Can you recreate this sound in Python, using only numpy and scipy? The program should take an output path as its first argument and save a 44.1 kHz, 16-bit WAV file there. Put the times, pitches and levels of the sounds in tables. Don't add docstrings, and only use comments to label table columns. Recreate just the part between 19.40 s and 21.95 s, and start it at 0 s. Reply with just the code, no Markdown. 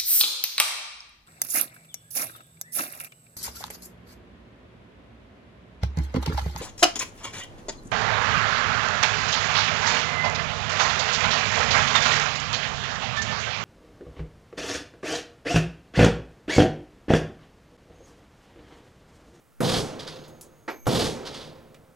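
import sys
import numpy as np
from scipy import signal
from scipy.fft import rfft, irfft, next_fast_len
from scipy.io import wavfile
from scipy.ndimage import uniform_filter1d, minimum_filter1d

SR = 44100
rng = np.random.default_rng(int(sys.argv[2]) if len(sys.argv) > 2 else 0)


def inscribe(sig):
    pcm = np.round(np.clip(np.atleast_2d(sig).T, -1, 1) * 32767)
    wavfile.write(sys.argv[1], SR, pcm.astype(np.int16))


def boost(x):
    u = np.asarray(x, float) / 20
    return 10 ** u


N = 112454


def unit(x):
    return x / np.sqrt(np.mean(x ** 2) + 1e-20)


def along(points, hz):
    f, v = np.transpose(points)
    return np.interp(np.log(hz + 1), np.log(f + 1), v)


def filtered(x, response):
    m = next_fast_len(N + SR // 2)
    return irfft(rfft(x, m) * response(np.fft.rfftfreq(m, 1 / SR)), m)[..., :N]


def noise(spectrum):
    return unit(filtered(rng.standard_normal(N), lambda hz: boost(along(spectrum, hz))))


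def narrow(hz, width_hz, steady=0):
    band = filtered(rng.standard_normal(N), lambda f: np.exp(-((f - hz) / width_hz) ** 2))
    z = signal.hilbert(band, next_fast_len(N))
    evened = z / (np.abs(z) + 1e-12) ** steady
    return unit(evened.real[:N])


def struck(s, db, t60_s, rise_s):
    t = np.maximum(np.arange(N) / SR - s, 0)
    return boost(db - 60 * t / t60_s) * (1 - np.exp(-t / rise_s))


def dying(s, db, spectrum, t60s, rise_s):
    hz, t, z = signal.stft(noise(spectrum), SR, nperseg=512)
    z = z * boost(-60 * np.maximum(t - s, 0) / along(t60s, hz)[:, None])
    ringing = signal.istft(z, SR, nperseg=512)[1][:N]
    return ringing * struck(s, db, np.inf, rise_s)


# (time [s], strength [dB])
BLOWS = [
    (-0.7, -13),
    (.2045, 5.5),
    (1.4675, 6),
]


def blows():
    out = np.zeros(N)
    for s, db in BLOWS:
        if s > 0:
            out += log_ring(s, db)
        out += crack(s, db) + boom(s, db) + rumble(s, db) + sway(s, db)
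    return out


# (frequency [Hz], level [dB], T60 [s])
LOG_MODES = [(121.6, -1, 0.32), (148, -3.5, .3), (167.9, -1, 0.34), (235.8, -2.5, 0.3), (326, -9, 0.25),
             (422, -3.5, 0.38), (477.7, -4, 0.34), (513.8, -2, 0.34), (669, -3.5, .3), (741, -10.5, 0.34),
             (950, -8.5, 0.23), (1067, -18, 0.13)]


def log_ring(s, db):
    out = np.zeros(N)
    for hz, level_db, t60_s in LOG_MODES:
        level_db = level_db + rng.normal(0, 0.9)
        out += narrow(hz, width_hz=10.4, steady=0.82) * struck(s, level_db, t60_s, rise_s=0.0021)
    return boost(db - 9.5) * out


# (frequency [Hz], density [dB per Hz])
CRACK_SPECTRUM = [(300, -21), (600, -1), (1000, -2), (1500, -4.5), (2200, -20), (9000, -27), (11000, -21),
                  (15000, -50)]


def crack(s, db):
    return noise(CRACK_SPECTRUM) * struck(s, db - 8.5, t60_s=0.11, rise_s=0.0021)


# (frequency [Hz], density [dB per Hz])
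BOOM_SPECTRUM = [(70, -30), (130, 1.5), (240, 0), (425, -2), (900, -8), (2260, -25), (11000, -30.5),
                 (14500, -37), (15800, -45)]
# (frequency [Hz], T60 [s])
BOOM_DECAY = [(60, 0.27), (150, 0.38), (500, 0.37), (1500, 0.29), (6000, 0.55), (14000, 0.33)]


def boom(s, db):
    return dying(s, db - 3.5, BOOM_SPECTRUM, BOOM_DECAY, rise_s=0.003)


# (frequency [Hz], density [dB per Hz])
RUMBLE_SPECTRUM = [(25, -7), (80, -10), (165, -5.5), (290, -3), (520, -2.5), (700, -8), (2000, -21),
                   (4500, -23.5), (9000, -51), (15800, -55)]
# (frequency [Hz], T60 [s])
RUMBLE_DECAY = [(30, 0.72), (80, 3.12), (160, 1.8), (520, 1.84), (1500, 1.85), (6000, 1.52)]


def rumble(s, db):
    return dying(s, db - 33, RUMBLE_SPECTRUM, RUMBLE_DECAY, rise_s=0.023)


# (frequency [Hz], density [dB per Hz])
SWAY_SPECTRUM = [(20, -6), (40, 3), (70, 16), (95, 12), (130, -62.5)]


def sway(s, db):
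    return noise(SWAY_SPECTRUM) * struck(s, db - 23, t60_s=0.51, rise_s=0.027)


# (frequency [Hz], level [dB])
FRAME_MODES = [(153, 0.5), (232, -4.5), (346, -8.5), (432, -5.5), (468, -8), (521, 0.5)]


def frame_hum():
    hum = unit(sum(boost(level_db) * narrow(hz, width_hz=9) for hz, level_db in FRAME_MODES))
    return hum * sum(struck(s, db - 40, t60_s=2.205, rise_s=0.02) for s, db in BLOWS)


# (time [s], level [dB], T60 [s])
RATTLES = [(0.227, -9.5, .3), (0.243, -9.5, 0.29), (0.29, -12.5, 0.21), (0.336, -22, 0.28),
           (.375, -31, 0.087), (.48, -55, .3), (0.5912, -37, 0.31), (0.668, -36, 0.32), (.74, -47, 0.5),
           (0.839, -51.5, 0.19), (.8785, -60, 0.23), (1.488, -5.5, 0.27), (1.547, -11.5, 0.16),
           (1.592, -19, 0.27), (1.664, -33.5, 0.22), (1.851, -38.5, 0.67), (1.863, -39, 0.21),
           (1.94, -38.5, 0.44), (1.997, -43, 0.4), (2.11, -66, 0.1), (2.435, -69, .15)]
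# (frequency [Hz], level [dB])
HARDWARE_SPECTRUM = [(250, -5), (600, -1), (1100, 2.5), (2500, -3.5), (3300, 5.5), (4800, 3), (7000, -9),
                     (10500, -17), (13000, -26), (15800, -40)]


def rattle():
    contacts_per_s, spread_db, clink_t60_s = 700, 1.5, 0.071
    chance, size = rng.random((2, N))
    contacts = (chance < contacts_per_s / SR) * boost(-2 * spread_db * np.log(size + 0.023))
    clink_power = boost(-120 * np.arange(SR // 10) / SR / clink_t60_s)
    power = signal.fftconvolve(contacts, clink_power)[:N]
    chatter = unit(np.sqrt(np.abs(power)) * noise(HARDWARE_SPECTRUM))
    burst_power = sum(struck(s, db, t60_s, rise_s=0.0027) ** 2 for s, db, t60_s in RATTLES)
    return chatter * np.sqrt(burst_power)


# (frequency [Hz], density [dB per Hz])
TAP_SPECTRUM = [(140, -44), (230, -4.5), (330, -1.5), (905, -4), (2300, -6.5), (2800, -19.5), (5070, -23),
                (10200, -42), (13000, -64)]
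# (frequency [Hz], T60 [s])
TAP_DECAY = [(300, 0.3), (1500, 0.18), (8000, 0.23)]
# (frequency [Hz], level [dB], own T60 [s], not used)
KNOCK_MODES = [(323, -2.5, 0.08), (522, 1, 0.16), (888, 3.5, 0.1), (1265, -11, 0.34), (1610, -8, 0.11),
               (1920, -4, 0.12)]


def head_tap():
    tap_s, rise_s = 1.278, 0.004
    t = np.arange(N) / SR - tap_s
    knock = unit(sum(boost(db) * np.sin(2 * np.pi * hz * t) for hz, db, _ in KNOCK_MODES))
    tap = dying(tap_s, -25.5, TAP_SPECTRUM, TAP_DECAY, rise_s)
    return tap + knock * struck(tap_s, -27.5, 0.1, rise_s)


# (time [s], frequency [Hz], level [dB rms], T60 [s])
HEAD_RINGS = [
    (.73, 6540, -64, 3.5),
    (.73, 12400, -76, 4),
    (1.312, 6430, -59, 1.6),
    (1.292, 12365, -56, 1.3),
    (1.34, 2280, -67, 3),
    (1.97, 12400, -81, 2),
    (1.39, 6360, -60, 1.3),
]


def head_ring():
    return sum(narrow(hz, width_hz=91, steady=0.5) * struck(s, db, t60_s, rise_s=0.005)
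               for s, hz, db, t60_s in HEAD_RINGS)


# (time [s], level [dB], T60 [s], centre [Hz], width [Hz])
CHIPS = [
    (1.0105, -40, 0.041, 6900, 6000),
    (1.014, -44.5, 0.11, 9900, 980),
    (1.025, -50, 0.16, 6800, 2900),
    (.879, -56, 0.13, 8000, 8000),
    (2.3445, -43.5, 0.024, 1600, 1400),
    (2.348, -55.5, 0.12, 1700, 2100),
    (1.4555, -42, 0.19, 830, 820),
    (1.3, -45, 0.085, 3000, 780),
    (2.225, -67, .04, 13000, 8200),
]


def chips():
    out = np.zeros(N)
    for s, db, t60_s, hz, width_hz in CHIPS:
        hiss = filtered(rng.standard_normal(N),
                        lambda f: 1j * f * width_hz / (hz * hz - f * f + 1j * f * width_hz))
        out += unit(hiss) * struck(s, db, t60_s, rise_s=0.0004)
    return out


# (frequency [Hz], density [dB per Hz])
AIR_SPECTRUM = [(25, -10), (64, -1), (200, 0), (1000, -5), (1280, -2), (1600, -7), (4000, -18),
                (8000, -16.5), (15000, -19)]


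def air():
    return boost(-63.5) * noise(AIR_SPECTRUM)


def camera_whine():
    return boost(-85) * narrow(15738, width_hz=46)


# (frequency [Hz], lead [rad])
PORT_LEAD = [(30, -.55), (90, -.5), (170, -.65), (350, -.9), (700, -.95), (1400, -.75), (2800, -.45),
             (6500, -.4), (9000, -.2)]
# (frequency [Hz], level [dB])
PORT_TILT = [(40, 0), (90, -.8), (350, -1.4), (1400, -1), (2800, -2), (5600, -1.4), (12000, 0)]
# (frequency [Hz], level [dB])
PORT_APART = [(40, -24), (100, -24), (400, -22), (1400, -16), (5600, -12), (10000, -14), (14000, -9)]


def ports(mono):
    side = np.array([[1], [-1]])
    scatter_t60_s = 0.074
    scatter = rng.standard_normal(SR // 20) * boost(-60 * np.arange(SR // 20) / SR / scatter_t60_s)
    apart = signal.fftconvolve(mono, scatter / np.linalg.norm(scatter))[:N]
    shared = filtered(mono, lambda hz: boost(side * along(PORT_TILT, hz) / 2)
                      * np.exp(0.5j * side * along(PORT_LEAD, hz)))
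    return shared + side * filtered(apart, lambda hz: boost(along(PORT_APART, hz)))


def scene():
    wall = blows() + frame_hum()
    steel = rattle() + head_tap() + head_ring()
    return ports(wall + steel + chips() + air() + camera_whine())


def top_cut(x):
    return signal.sosfilt(signal.butter(12, 16340, fs=SR, output="sos"), x)


def record(dry):
    ceiling_db, top_hz = -13.5, 15900
    hold, ahead, smooth = (round(s * SR) for s in (0.0088, 0.001, 0.0076))
    needed = np.minimum(1, boost(ceiling_db) / (np.abs(dry.mean(0)) + 1e-9))
    lowest = minimum_filter1d(needed, size=hold, origin=hold // 2 - ahead)
    held = uniform_filter1d(lowest, size=2 * ahead)
    released = uniform_filter1d(held, size=smooth, origin=(smooth - 1) // 2)
    gain = np.minimum(held, released)
    mix = filtered(dry * gain, lambda hz: hz < top_hz)
    return top_cut(mix)


dry = scene()
out = record(dry)
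inscribe(out)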